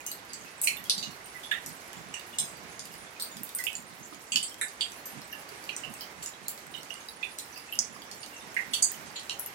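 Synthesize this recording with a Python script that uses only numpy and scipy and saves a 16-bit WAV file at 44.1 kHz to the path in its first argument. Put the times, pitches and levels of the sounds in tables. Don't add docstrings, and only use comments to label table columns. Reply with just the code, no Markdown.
import sys
import numpy as np
from scipy import signal
from scipy.fft import rfft, irfft, next_fast_len
from scipy.io import wavfile
from scipy.ndimage import uniform_filter1d

SR = 44100
rng = np.random.default_rng(int(sys.argv[2]) if len(sys.argv) > 2 else 0)


def wav_record(signal):
    frames = np.transpose(np.atleast_2d(signal))
    bounded = np.clip(frames, -1, 1)
    quanta = np.round(bounded * 32767).astype(np.int16)
    wavfile.write(sys.argv[1], SR, quanta)


N = 420713

# (frequency [Hz], relative density [dB])
WASH_SPECTRUM = [(20, -24), (38, -22), (56, -5), (90, -6), (277, -1.5), (380, -0.5), (516, -2), (775, 0.15),
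                 (1400, -1), (2110, -0.84), (3430, -9.5), (6210, -11.5), (11900, -20.5), (15500, -28)]
WASH_DB = -47
# (frequency [Hz], left minus right [dB])
WASH_BALANCE = [(60, -6), (200, -7.5), (700, -6), (1300, -6), (2400, -8.5), (4400, -5), (8000, -4),
                (15000, -1)]
# (frequency [Hz], correlation [-1 to 1])
WASH_CORRELATION = [(60, 0.99), (300, 0.98), (640, 0.58), (1400, -0.27), (3000, 0.1), (15000, -0.15)]

# (first glug [s], length [s], relative level [dB])
RUNOFF_SPURTS = [(0.342, .13, -52), (.72, 0.099, -54), (0.988, 0.12, -44.5), (1.69, .04, -46),
                 (1.999, 0.094, -46), (2.55, 0.17, -51), (2.837, 0.2, -52), (3.396, 0.045, -43),
                 (3.82, 0.24, -51.5), (4.358, 0.044, -42.5), (5.172, 0.045, -43), (5.904, .03, -45),
                 (6.21, .02, -52), (6.45, .02, -50), (6.685, 0.095, -53.5), (7.8, .18, -52),
                 (8.456, .02, -54), (8.703, .03, -48), (8.99, .1, -51)]
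SPURT_ATTACK_S, SPURT_RELEASE_S = 0.057, 0.028
TRICKLE_DB, TRICKLE_WAVER_DB = -69, 6.5
GLUG_PERIOD_S, GLUG_DIP_DB = 0.1, 7.5

# (delay [s], decay of power [s], relative level [dB])
PORCH_ECHOES = [(.0036, .001, -6), (.0118, .002, -5), (.026, .004, -13)]
PORCH_T60_S, PORCH_TAIL_DB = 0.23, 11.5
ECHO_DULL_HZ = 17900
DROP_SIZE = 8192
LEVEL_SPAN_S = 0.05

# (time [s], plop pitch [Hz], plop level [dB], plop width [octaves],
#   bubble pitch [Hz], bubble level [dB], splash pitch [Hz], splash level [dB], splash width [octaves],
#   shift to the left [dB], direct over echo [dB]); levels and direct over echo are relative
ROOF_DRIPS = [(0.065,2880,-54,0.04,6500,-44,9900,-41,0.64,5,-1),
              (0.116,4300,-47.5,0.11,11940,-44.5,8100,-48.5,0.11,-1,2),
              (0.334,4660,-49.5,0.09,8570,-51,7400,-44.5,0.22,0,-2),
              (0.616,4190,-60,0.15,7970,-38,10800,-34,0.47,2,-2),
              (0.636,2540,-50,0.12,8800,-39,9400,-32.5,0.46,0,-15),
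              (0.673,2480,-28.5,0.16,4220,-36,8100,-34,0.56,1,-1.5),
              (0.769,3540,-52,0.04,2850,-50,12880,-47,0.12,-14,0),
              (0.898,4360,-27,0.32,5660,-39,9400,-35.5,0.26,0,0.5),
              (0.98,4620,-42,0.045,3830,-45,5610,-41.5,0.77,-3,-1),
              (1.028,4200,-41,0.23,2870,-43,6600,-44.5,0.1,-1,-9),
              (1.343,2000,-47.5,0.029,2040,-56,5980,-68,0.12,-13,2),
              (1.432,2950,-58,0.056,3480,-46.5,6250,-54,1.0,1,-14),
              (1.513,1770,-31.5,0.26,2830,-38,3130,-33.5,0.13,0,-16),
              (1.662,2030,-61,0.06,12400,-49,7610,-45,0.42,0,-1),
              (2.141,2240,-51,0.35,2820,-41.5,7190,-44.5,0.31,2,-3),
              (2.386,3500,-42.5,0.12,8530,-32.5,6840,-34,0.63,2,-4),
              (2.794,3820,-57,0.1,6260,-51,6700,-44.5,0.49,1,1),
              (3.199,4160,-43.5,0.18,8500,-46,9520,-43.5,0.85,3,-8),
              (3.223,4480,-43.5,0.054,8640,-43.5,14500,-41,0.26,2,-2),
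              (3.434,1410,-62,0.08,13140,-45,12590,-42.5,0.61,-7,4),
              (3.55,1430,-60,0.04,13800,-40,8960,-37,0.12,3,-1),
              (3.587,1980,-40,0.055,1580,-49,7320,-43,1,-4,-2),
              (3.64,2500,-53,0.15,11360,-47,10560,-40,0.84,1,0.5),
              (3.668,2730,-33.5,0.16,3260,-40.5,13190,-52,1.0,1,-1),
              (3.753,4500,-53,0.15,7100,-39.5,6800,-47,0.1,1,1),
              (4.32,2780,-36,0.17,4670,-41,7480,-35.5,0.16,2,-9),
              (4.359,2990,-29.5,0.1,4600,-32,4800,-30,1,-1,1.5),
              (4.429,3130,-49,0.22,4600,-46,8150,-36,0.19,4,-7),
              (4.613,1770,-35,0.22,3780,-44,8540,-34.5,0.25,1,-5),
              (4.809,3160,-31.5,0.21,4620,-37,7900,-39.5,0.19,-2.5,-4.5),
              (5.056,1780,-63,0.04,12800,-44,7200,-50.5,0.4,1,-11),
              (5.327,2820,-45,0.044,1700,-52,11980,-51,0.091,1,2),
              (5.692,2840,-43.5,0.049,2460,-41,3000,-43,0.37,-3,1),
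              (5.765,1390,-65,0.074,8230,-42.5,6850,-44,0.23,3,4),
              (5.835,2680,-48,0.035,2840,-41,3000,-59,0.44,-11,-4),
              (6.009,4760,-46.5,0.17,3130,-50.5,14400,-47,0.31,-4,-5),
              (6.229,4580,-65,0.083,7370,-44.5,8330,-48,1.0,2,-4),
              (6.261,2770,-58,0.05,7080,-41,6900,-43,0.5,1,3),
              (6.483,4200,-52,0.13,7270,-42.5,14500,-36,0.98,2,1.5),
              (6.739,2990,-43,0.04,3760,-47.5,3080,-56,0.54,-8,-7),
              (6.904,3030,-51,0.033,2870,-41,5440,-59,0.1,-1,-1),
              (7.086,3920,-49.5,0.027,4800,-51,9100,-56,0.13,-4,10),
              (7.228,2170,-51,0.13,2530,-35.5,3640,-43.5,0.11,-3,-3),
              (7.387,4150,-47.5,0.16,8230,-48,7680,-44.5,0.99,0,0),
              (7.56,4900,-51,0.06,2700,-53.5,9200,-72,0.15,-10,-5),
              (7.725,2980,-40.5,0.053,2850,-38.5,12000,-46,0.067,-1,3),
              (7.79,5480,-31,0.13,6360,-30.5,7000,-31,0.17,-4.5,5),
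              (8.114,5400,-54,0.043,4540,-56,5540,-47,0.8,0,-1),
              (8.231,4520,-49,0.04,2810,-58,4500,-51.5,0.7,-7,1),
              (8.566,2000,-31,0.19,2033,-36.5,4500,-57,0.3,-3,-9),
              (8.735,3230,-32,0.15,4420,-37.5,8000,-34.5,0.48,0,-11.5),
              (8.823,4710,-35,0.069,6440,-29.5,7840,-24,0.21,-1,-12),
              (8.918,1800,-58,0.06,11760,-47.5,14200,-42,0.32,2,6),
              (9.159,3200,-44.5,0.32,4120,-44,7140,-47.5,0.073,4,-7),
              (9.296,2900,-39,0.096,3950,-42,5360,-40.5,0.67,1,2),
              (9.396,1470,-57,0.045,11200,-42,14500,-41,0.78,4,2),
              (9.462,2800,-61,0.04,11860,-43,13100,-47,1,1,6)]
# (frequency [Hz], left minus right [dB])
DRIP_BALANCE = [(1400, -25), (2100, -6), (2850, -30.5), (3700, -5.5), (4300, -1.5), (5400, 0),
                (6300, -12.5), (7700, -7), (9200, -6), (11500, 8.5), (13800, -6), (15500, -23)]
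REBOUND_DB, REBOUND_S = -9, (0.0035, 0.014)
# (time [s], pitch [Hz], relative level [dB])
PUDDLE_BLIPS = [(4.115, 307, -56), (4.123, 1190, -56.5), (5.515, 406, -56.5), (7.961, 1140, -57)]

TOP_HZ = 16000


def undb(db):
    return 10 ** (np.asarray(db) / 20)


def along(points, hz):
    f, value = np.transpose(points)
    return np.interp(np.log(np.maximum(hz, 1)), np.log(f), value)


def unit(x):
    return x / np.sqrt(np.mean(np.abs(x) ** 2, axis=-1, keepdims=True) + 1e-30)


def walk(rate_hz):
    hold = int(SR / rate_hz)
    steps = np.repeat(rng.standard_normal(N // hold + 1), hold)
    smooth = uniform_filter1d(uniform_filter1d(steps, hold), hold)
    return unit(smooth)[:N] if len(smooth) == N else unit(smooth[:N])


def sides(balance_db):
    gain = undb(np.array([[0.5], [-0.5]]) * balance_db)
    return gain / np.sqrt(np.mean(gain ** 2, axis=0))


def resonance(f, hz, octaves, order=6):
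    f = np.maximum(f, 1)
    detuning = f / hz - hz / f
    return unit((1 + 1j * 0.3 / max(octaves, 0.01) * detuning) ** -order)


def add(out, time_s, sound):
    start = int(np.clip(time_s * SR, 0, N - 1))
    out[:, start:start + DROP_SIZE] += sound[:, :N - start]


def wash(flicker_db=-0.6, swell_db=0.87):
    f = np.arange(N // 2 + 1) * SR / N
    correlation = np.clip(along(WASH_CORRELATION, f), -0.99, 0.99)
    mid, side = rfft(rng.standard_normal((2, N)))
    stereo = np.sqrt(1 + correlation) * mid + np.sqrt(1 - correlation) * side * np.array([[1], [-1]])
    stereo = stereo * sides(along(WASH_BALANCE, f)) * undb(along(WASH_SPECTRUM, f))
    low = stereo / (1 + (f / 1200) ** 4)
    high = stereo - low
    out = sum(irfft(band, N) * undb(flicker_db * walk(14)) for band in (low, high))
    return out / np.std(out) * undb(WASH_DB + swell_db * walk(0.82))


def flow():
    t = np.arange(N) / SR
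    out = undb(TRICKLE_DB + TRICKLE_WAVER_DB * walk(16))
    for start_s, length_s, level_db in RUNOFF_SPURTS:
        swell = np.clip(1 + (t - start_s) / SPURT_ATTACK_S, 0, 1)
        phase = np.pi * np.clip(t - start_s, 0, length_s) / GLUG_PERIOD_S
        glugs = undb(level_db - GLUG_DIP_DB * np.sin(phase) ** 2)
        release = np.exp(-np.maximum(t - start_s - length_s, 0) / SPURT_RELEASE_S)
        out = out + glugs * swell * release
    return out


def runoff(count=3000, gurgle_hz=188, octaves=0.43, gain_db=-3.0, balance_db=-17):
    knocks = np.zeros(N)
    knocks[rng.integers(0, N, count)] = rng.choice([-1, 1], count)
    size = next_fast_len(N)
    f = np.arange(size // 2 + 1) * SR / size
    body = irfft(rfft(knocks, size) * resonance(f, gurgle_hz, octaves), size)[:N]
    body = body / np.sqrt(uniform_filter1d(body ** 2, size=3000) + 1e-12)
    return sides(balance_db) * body * flow() * undb(gain_db)


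def porch_envelope():
    t = np.arange(DROP_SIZE) / SR
    tail = unit(undb(-60 * t / PORCH_T60_S) * (1 - np.exp(-t / 0.00022)))
    power = tail ** 2 * undb(PORCH_TAIL_DB) ** 2
    for delay_s, spread_s, level_db in PORCH_ECHOES:
        echo = unit((t > delay_s) * np.exp(-np.abs(t - delay_s) / (2 * spread_s)))
        power = power + (undb(level_db) * echo) ** 2
    return np.sqrt(power / power.sum())


def landing(f, spectrum, porch, direct_db, ripple):
    lag_s = np.array([[0], [rng.uniform(0.000307, 0.000499)]])
    direct = undb(direct_db) * np.exp(-2j * np.pi * f * lag_s)
    delays_s = rng.uniform(0.000576, 0.004, size=3)
    glances = sum(rng.normal() * np.exp(-2j * np.pi * f * delay) for delay in delays_s)
    echoes = rfft(porch * rng.standard_normal((2, DROP_SIZE))) * unit(1 + ripple * unit(glances))
    dulled = echoes / np.hypot(1, f / ECHO_DULL_HZ)
    heard = unit(spectrum * (direct + dulled))
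    power = np.mean(np.abs(spectrum) ** 2, axis=1, keepdims=True)
    return irfft(heard * np.sqrt(power * LEVEL_SPAN_S * SR))


def patter(f, porch, count, low_hz, high_hz, octaves, level_db, spread_db, direct_db):
    out = np.zeros((2, N))
    for when, pitch, width, side, size in rng.random((count, 5)):
        ring = resonance(f, low_hz + (high_hz - low_hz) * pitch, octaves * (0.5 + width))
        level = undb(level_db - spread_db * np.log(0.037 + size))
        gain = level * sides(-3 + 12 * (side - 0.5))
        add(out, when * N / SR, landing(f, gain * ring, porch, direct_db, ripple=0.39))
    return out


def drop(f, plop_hz, plop_db, plop_width, bubble_hz, bubble_db, splash_hz, splash_db, splash_width, shift_db):
    plop = undb(plop_db) * resonance(f, plop_hz, plop_width)
    bubble = undb(bubble_db) * resonance(f, bubble_hz, 0.057)
    fall_s = rng.uniform(0.000477, 0.000954)
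    crown = 1 + 1.25 * np.exp(-2j * np.pi * (f * fall_s + rng.random()))
    splash = undb(splash_db) * unit(crown * resonance(f, splash_hz, splash_width))
    spray = undb(splash_db - 17) * unit(crown * resonance(f, 9300, 0.94))
    radiation = 1 / np.sqrt(1 + (1350 / np.maximum(f, 1)) ** 12)
    return (plop + bubble + splash + spray) * radiation * sides(along(DRIP_BALANCE, f) + shift_db)


def light_drips(f, porch, count=36, plop_db=-58, bubble_db=-59, splash_db=-54, range_db=9,
                splash_octaves=0.67, direct_db=-1):
    out = np.zeros((2, N))
    for k, (when, plop, bubble, splash, *sizes) in enumerate(rng.random((count, 7))):
        plop_shift, bubble_shift, splash_shift = range_db * (np.array(sizes) - 0.5)
        spectrum = drop(f, 2500 * 2 ** plop, plop_db + plop_shift, 0.13,
                        4400 * 2 ** bubble, bubble_db + bubble_shift,
                        6000 * 2 ** splash, splash_db + splash_shift, splash_octaves, shift_db=0)
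        add(out, (k + when) / count * N / SR, landing(f, spectrum, porch, direct_db, ripple=0.54))
    return out


def drips(f, porch, gain_db=1.84, direct_lift_db=-3.0, blip_lift_db=4.5):
    out = np.zeros((2, N))
    delays_s = rng.uniform(*REBOUND_S, len(ROOF_DRIPS))
    for (time_s, *shape, direct_db), delay_s in zip(ROOF_DRIPS, delays_s):
        rebound = unit(1 + undb(REBOUND_DB) * np.exp(-2j * np.pi * f * delay_s))
        spectrum = rebound * drop(f, *shape)
        sound = landing(f, spectrum, porch, direct_db + direct_lift_db, ripple=0.68)
        add(out, time_s - 0.0007, undb(gain_db) * sound)
    for time_s, hz, level_db in PUDDLE_BLIPS:
        blip = undb(level_db + blip_lift_db) * sides(-20) * resonance(f, hz, 0.12)
        add(out, time_s, landing(f, blip, porch, direct_db=3, ripple=0.34))
    return out


def scene():
    f = np.arange(DROP_SIZE // 2 + 1) * SR / DROP_SIZE
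    porch = porch_envelope()
    background = wash() + runoff()
    ticks = patter(f, porch, count=520, low_hz=3630, high_hz=14000, octaves=0.34,
                   level_db=-64.0, spread_db=2.5, direct_db=-10.5)
    plinks = patter(f, porch, count=170, low_hz=1877, high_hz=11510, octaves=0.039,
                    level_db=-60, spread_db=3.5, direct_db=-7.0)
    return background + ticks + plinks + light_drips(f, porch) + drips(f, porch)


def record(dry):
    lowpass = signal.ellip(10, 0.2, 80, TOP_HZ, fs=SR, output="sos")
    return signal.sosfilt(lowpass, dry)


dry = scene()
out = record(dry)
wav_record(out)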